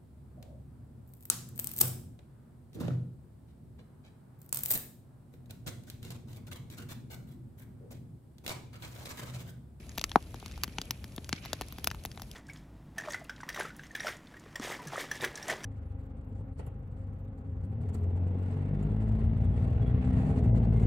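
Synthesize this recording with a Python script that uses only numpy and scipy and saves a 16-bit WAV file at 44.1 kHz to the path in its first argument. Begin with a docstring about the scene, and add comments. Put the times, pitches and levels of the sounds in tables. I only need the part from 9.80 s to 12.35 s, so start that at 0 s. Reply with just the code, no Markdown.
"""Campfire in a forest clearing

A fire of stumps and logs burns a few metres from a two-port microphone. A low roar of flame, a thin
hiss and a passing rustle are shaped noise; tiny ticks are filtered noise bursts. Pockets of sap and gas
burst as short pops: noise bursts in three bands, with decaying modes for the knocked wood. The trees
send back a dull tail, made by convolution with dying noise."""
import sys
import numpy as np
from scipy import signal
from scipy.fft import rfft, irfft, next_fast_len
from scipy.io import wavfile

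SR = 44100
rng = np.random.default_rng(int(sys.argv[2]) if len(sys.argv) > 2 else 0)


def inscribe(sig):
    """Save sig as 16-bit PCM at rate SR to the path in sys.argv[1].

    A 1-D sig is mono; a 2-D sig holds one channel per row.
    Samples are clipped to [-1, 1] before scaling.
    """
    pcm = np.round(np.clip(np.atleast_2d(sig).T, -1, 1) * 32767)
    wavfile.write(sys.argv[1], SR, pcm.astype(np.int16))


N = 112454  # samples in the scene


def amp(db):
    """Decibel law: twenty decibels are a factor of ten in amplitude."""
    return 10 ** (np.asarray(db) / 20)


def rms_one(x):
    """Normalisation to unit root-mean-square amplitude."""
    return x / np.sqrt(np.mean(x ** 2) + 1e-20)


def peak_at(x, db):
    """Peak normalisation: the largest excursion is set to a level."""
    return amp(db) * x / abs(x).max()


def band(x, low_hz, high_hz):
    """Band limitation by a Butterworth band-pass."""
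    sos = signal.butter(2, [low_hz, high_hz], "band", fs=SR, output="sos")
    return signal.sosfilt(sos, x + 1e-18)


def add(out, start_s, x):
    """Superposition: a sound adds to those already present."""
    i = int(start_s * SR)
    out[i:i + len(x)] += x


def drift(rate_hz):
    """Low-pass random process: noise through two equal poles wanders slowly, with unit rms."""
    step = 40  # samples between computed points
    pole = np.exp(-2 * np.pi * rate_hz * step / SR)
    white = rng.standard_normal(N // step + 2002)
    slow = signal.lfilter([1], [1, -2 * pole, pole * pole], white)[2000:]  # settled part
    return np.interp(np.arange(N) / step, np.arange(len(slow)), rms_one(slow))


# Phase lead of the left port over the right.
# Columns: pitch_hz [Hz], left_lead_rad [radians]
PORT_PHASE = [(0, 0), (4000, .3), (5000, 1.4), (6600, -1), (8200, -3.1), (11500, -6.3), (14600, -9.4),
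              (17000, -12.6)]


def ports(x, lean_db):
    """Interchannel phase and level differences: both depend on pitch, the lean most in the middle range."""
    pitch_hz, lead_rad = np.transpose(PORT_PHASE)
    f = np.fft.rfftfreq(N, 1 / SR)
    half_phase = np.exp(.5j * np.interp(f, pitch_hz, lead_rad))
    lean_shape = (f + 250) / (f + 900) / (1 + (f / 5000) ** 2)
    left = half_phase * amp(lean_db / 2 * lean_shape)
    return irfft(rfft(x) * np.array([left, 1 / left]), N)


def noise(spectrum, patchy_db, rate_hz, wide, lean_db):
    """Modulated coloured noise: half-octave bands flicker, a share is unrelated by channel; unit rms."""
    pitch_hz, density_db = np.transpose(spectrum)
    f = np.fft.rfftfreq(N, 1 / SR) + 1
    colour = amp(np.interp(np.log(f), np.log(pitch_hz), density_db))
    colour = colour * np.minimum(f / pitch_hz[0], 1) ** 4 * np.minimum(pitch_hz[-1] / f, 1) ** 4

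    wide = np.clip(wide, 0, 1)
    shared = ports(rng.standard_normal(N), lean_db)
    white = np.sqrt(1 - wide) * shared + np.sqrt(wide) * rng.standard_normal((2, N))
    coloured = irfft(rfft(white) * colour, N)

    pad = next_fast_len(N)
    spec = rfft(coloured, pad)
    place = 2 * np.log2(np.fft.rfftfreq(pad, 1 / SR) + 1)  # in half octaves
    together = drift(rate_hz / 2)  # common to all bands
    first, last = int(2 * np.log2(pitch_hz[0])) - 1, int(2 * np.log2(pitch_hz[-1])) + 2
    out = 0
    for k in range(first, last + 1):
        window = np.clip(1 - abs(place - k), 0, 1)  # overlapping triangles
        flicker = amp(patchy_db * (.5 * together + drift(rate_hz)))
        out = out + irfft(spec * window, pad)[:, :N] * flicker
    return rms_one(out)


# Relative spectral density of the flame's roar.
# Columns: pitch_hz [Hz], density_db [dB per Hz]
ROAR_SPECTRUM = [(21, -39), (35, -7), (81, -3.5), (346, -23.5), (1040, -52), (1760, -120)]
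ROAR_DB = -45.5  # rms


def roar():
    """Low-frequency broadband noise: the flame's slightly flickering rumble."""
    return amp(ROAR_DB) * noise(ROAR_SPECTRUM, patchy_db=-0.5, rate_hz=31, wide=0.014, lean_db=3.5)


# Relative spectral density of the thin hiss.
# Columns: pitch_hz [Hz], density_db [dB per Hz]
HISS_SPECTRUM = [(350, -4), (600, -2.5), (1040, -11.5), (1720, -19.5), (5210, -22), (8600, -14.5),
                 (11200, -18), (14000, -24)]
HISS_DB = -60.5  # rms


def hiss():
    """Broadband noise: a faint hiss that extends into the treble."""
    return amp(HISS_DB) * noise(HISS_SPECTRUM, patchy_db=.4, rate_hz=40, wide=.2, lean_db=1)


# Relative spectral density of the passing rustle.
# Columns: pitch_hz [Hz], density_db [dB per Hz]
RUSTLE_SPECTRUM = [(710, -22), (1200, -2), (1950, -1), (2400, 4.5), (3000, 0), (5390, -4.5), (7500, -13.5),
                   (9750, -56)]
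# Level course of the rustle.
# Columns: start_s [s], level_db [dB]
RUSTLE_COURSE = [(0, -63), (0.449, -63.5), (.65, -59), (1.05, -59.5), (1.2, -63.5), (1.51, -67),
                 (1.535, -49.5), (1.578, -53), (1.61, -61.5), (1.639, -49.5), (1.76, -58), (2.02, -61),
                 (2.15, -65.5)]


def rustle():
    """Amplitude modulation: a level course swells and lowers rapidly flickering noise."""
    start_s, level_db = np.transpose(RUSTLE_COURSE)
    level = amp(np.interp(np.arange(N) / SR, start_s, level_db))
    return level * noise(RUSTLE_SPECTRUM, patchy_db=3.5, rate_hz=118.0, wide=0.77, lean_db=-8.5)


MS = np.arange(1400) / SR * 1000  # time axis of one burst or blow, in ms
# time constants of the burst; level of its tail relative to the fast decay
RISE_MS, DECAY_MS, TAIL_MS, TAIL_DB = 0.44, 0.77, 3.79, -21.5


def bursts(count):
    """Transient envelope: noise rises quickly, decays fast and leaves a faint exponential tail."""
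    rise = (1 - np.exp(-MS / RISE_MS)) ** 2
    decay = np.exp(-MS / DECAY_MS) + amp(TAIL_DB) * np.exp(-MS / TAIL_MS)
    return rise * decay * rng.standard_normal((count, len(MS)))


# Small bright cracks without a body; levels are peaks at the source.
# Columns: start_s [s], level_db [dB], pitch_hz [Hz, band centre]
BRIGHT_TICKS = [(0.0931, -35.5, 3880), (0.194, -27, 3562), (0.2938, -33, 4730), (0.4255, -41, 5210),
                (0.5992, -39.5, 5225), (0.6805, -38.5, 4730), (0.6862, -48, 5334), (0.7127, -39, 2570),
                (0.7202, -40, 4240), (0.8493, -53, 5654), (1.0545, -40, 5784), (1.3223, -47.5, 3515),
                (1.3624, -33, 8650), (1.4443, -34.5, 3640), (1.8634, -45, 7154), (1.8845, -35, 5400),
                (2.0687, -41, 3800), (2.1027, -32, 3074), (2.2371, -36, 5760), (2.2578, -28.5, 5660),
                (2.3153, -36, 3280), (2.5136, -32, 5220)]
TICKS_PER_S, TICK_DB, TICK_SPREAD_DB = 28, -50.5, 2.5  # faint ticks: rate, lowest peak (about), spread


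def ticks():
    """Random impulsive noise: listed cracks, with fainter ones at independent chance moments."""
    chance = rng.random((int(TICKS_PER_S * N / SR), 3))
    rows = list(BRIGHT_TICKS)
    for u, v, w in chance:
        level_db = TICK_DB - TICK_SPREAD_DB * np.log(v + .02)  # few are much louder
        rows.append((u * N / SR, level_db, 2500 * 3 ** w))
    out = np.zeros(N + SR)
    for (start_s, level_db, pitch_hz), burst in zip(rows, bursts(len(rows))):
        crack = band(burst, pitch_hz / 2, min(2.09 * pitch_hz, .45 * SR))
        add(out, start_s, peak_at(crack, level_db))
    return out[:N]


CONTACT_CYCLES = 0.17  # time constant of the soft blow, in cycles of the struck pitch


def ring(pitch_hz, modes):
    """Modal superposition: a soft blow excites decaying modes of one piece of wood, signs alternating."""
    turns = pitch_hz * MS / 1000
    tones = 0
    for k, (ratio, level_db, cycles) in enumerate(modes):
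        decay = amp(level_db - 60 * ratio * turns / cycles)
        tones = tones + (-1) ** k * decay * np.sin(2 * np.pi * ratio * turns)
    return tones * (1 - np.exp(-turns / CONTACT_CYCLES)) ** 2


# Bursting pockets of sap and gas; levels are peaks at the source.
# Columns: start_s [s], thump_level_db [dB], thump_pitch_hz [Hz], knock_level_db [dB],
# knock_pitch_hz [Hz], crack_level_db [dB], snap_level_db [dB], spit_level_db [dB]
SAP_POPS = [(0.177, -40, 277, -32, 920, -43, -30, -27.5), (0.181, -34.5, 278, -30, 660, -20.5, -34, -23),
            (0.213, -55.5, 372, -37, 610, -30.5, -23.5, -29),
            (0.24, -35.5, 352, -25, 1200, -17, -17.5, -25), (0.316, -45, 363, -34.5, 855, -25, -42, -44),
            (0.358, -14, 330, -3.5, 780, -23, -27.5, -32.5), (0.543, -37, 403, -34, 750, -47, -38.5, -43),
            (0.627, -45, 290, -37, 746, -48, -54, -57), (0.66, -42.5, 283, -43.5, 964, -35, -32, -36),
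            (0.777, -68, 300, -38.5, 830, -44, -42.5, -42.5), (0.835, -36, 330, -26, 1100, -32, -16, -17.5),
            (0.841, -51, 300, -30, 1150, -24.5, -27.5, -29),
            (0.878, -33.5, 224, -48, 845, -38.5, -51, -42.5),
            (0.984, -31.5, 251, -25.5, 829, -20, -25.5, -52),
            (1.015, -42.5, 311, -41, 690, -35, -25, -33.5),
            (1.108, -40.5, 313, -31, 966, -24.5, -17, -20.5),
            (1.242, -46, 246, -41.5, 900, -34, -36.5, -36.5), (1.38, -30, 293, -35.5, 654, -31, -50, -65),
            (1.492, -45.5, 263, -42, 602, -30.5, -29, -30), (1.528, -25, 248, -30.5, 775, -16.5, -19, -42),
            (1.651, -49, 270, -36.5, 1000, -39, -36, -37), (1.658, -47, 249, -37, 710, -31, -36, -33),
            (1.731, -34, 344, -25.5, 602, -21.5, -21, -27),
            (1.811, -32.5, 405, -26.5, 726, -29, -29.5, -29.5), (1.818, -43, 314, -35, 850, -31, -39, -39),
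            (1.924, -45, 211, -41.5, 1120, -40, -37, -31), (1.984, -38.5, 330, -37.5, 740, -36, -44, -34),
            (2.043, -42, 297, -41, 796, -26, -21, -19), (2.072, -35, 296, -26, 664, -17.5, -19.5, -17),
            (2.113, -38.5, 254, -34, 900, -29, -32.5, -36), (2.146, -45, 224, -36.5, 930, -38.5, -50, -43),
            (2.251, -37.5, 298, -29, 750, -26.5, -44, -24), (2.375, -49, 310, -37, 744, -37, -47, -60),
            (2.397, -61.5, 315, -40.5, 860, -41.5, -41, -47), (2.419, -44, 264, -38, 740, -38, -32.5, -34)]
# Modes of a log; levels are relative.
# Columns: pitch_ratio [1], level_db [dB], decay_cycles [cycles to -60 dB]
LOG_MODES = [(0.95, 0, 3.5), (0.54, -6, 3)]
# Modes of a splinter; levels are relative.
# Columns: pitch_ratio [1], level_db [dB], decay_cycles [cycles to -60 dB]
SPLINTER_MODES = [(0.998, -4, 9.5), (1.6, -1.5, 5)]
THUMP_LATE_MS = 2.37


def pops():
    """Impulsive excitation: a three-band burst and a blow on the wood, whose low thump comes late."""
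    out, burst = np.zeros(N + SR), bursts(len(SAP_POPS))
    cracks = band(burst, 1400, 4160)
    snaps = band(burst, 2935, 6600)
    spits = band(burst, 11240, 15200)
    for k, row in enumerate(SAP_POPS):
        start_s, thump_db, thump_hz, knock_db, knock_hz, crack_db, snap_db, spit_db = row
        thump = peak_at(ring(thump_hz, LOG_MODES), thump_db)
        knock = -peak_at(ring(knock_hz, SPLINTER_MODES), knock_db)
        crack = peak_at(cracks[k], crack_db)
        snap = peak_at(snaps[k], snap_db)
        spit = peak_at(spits[k], spit_db)
        add(out, start_s + THUMP_LATE_MS / 1000, thump)
        add(out, start_s, knock + crack + snap + spit)
    return out[:N]


TREES_DB = -20  # energy of the tail before its band-pass
TREES_T60_S, TREES_START_S, TREES_HZ = 0.063, .006, 2210  # decay, build-up constant, upper band edge


def trees(x):
    """Diffuse reverberation: convolution with a dull dying wash, independent in each channel."""
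    t = np.arange(SR // 2) / SR
    envelope = amp(-60 * t / TREES_T60_S) * (1 - np.exp(-t / TREES_START_S))
    tail = rng.standard_normal((2, len(t))) * envelope
    tail = band(tail / np.sqrt(np.sum(tail ** 2) / 2), 310, TREES_HZ)
    return amp(TREES_DB) * signal.fftconvolve(tail, x[None], axes=1)[:, :N]


POP_LEAN_DB = 7  # to the left, before the pitch-dependent shaping


def scene():
    """Linear superposition of the steady noises, the direct crackle and its reverberation."""
    fire = pops() + ticks()
    return roar() + hiss() + rustle() + ports(fire, POP_LEAN_DB) + trees(fire)


CUTOFF_HZ = 17000  # from here up at least 70 dB down


def record(dry):
    """Band limitation: the microphone loses the deepest bass, and the top is cut."""
    bass_cut = signal.butter(4, 42, "high", fs=SR, output="sos")
    top_cut = signal.cheby2(12, 70, CUTOFF_HZ, fs=SR, output="sos")
    return signal.sosfilt(top_cut, signal.sosfilt(bass_cut, dry))


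dry = scene()
out = record(dry)
inscribe(out)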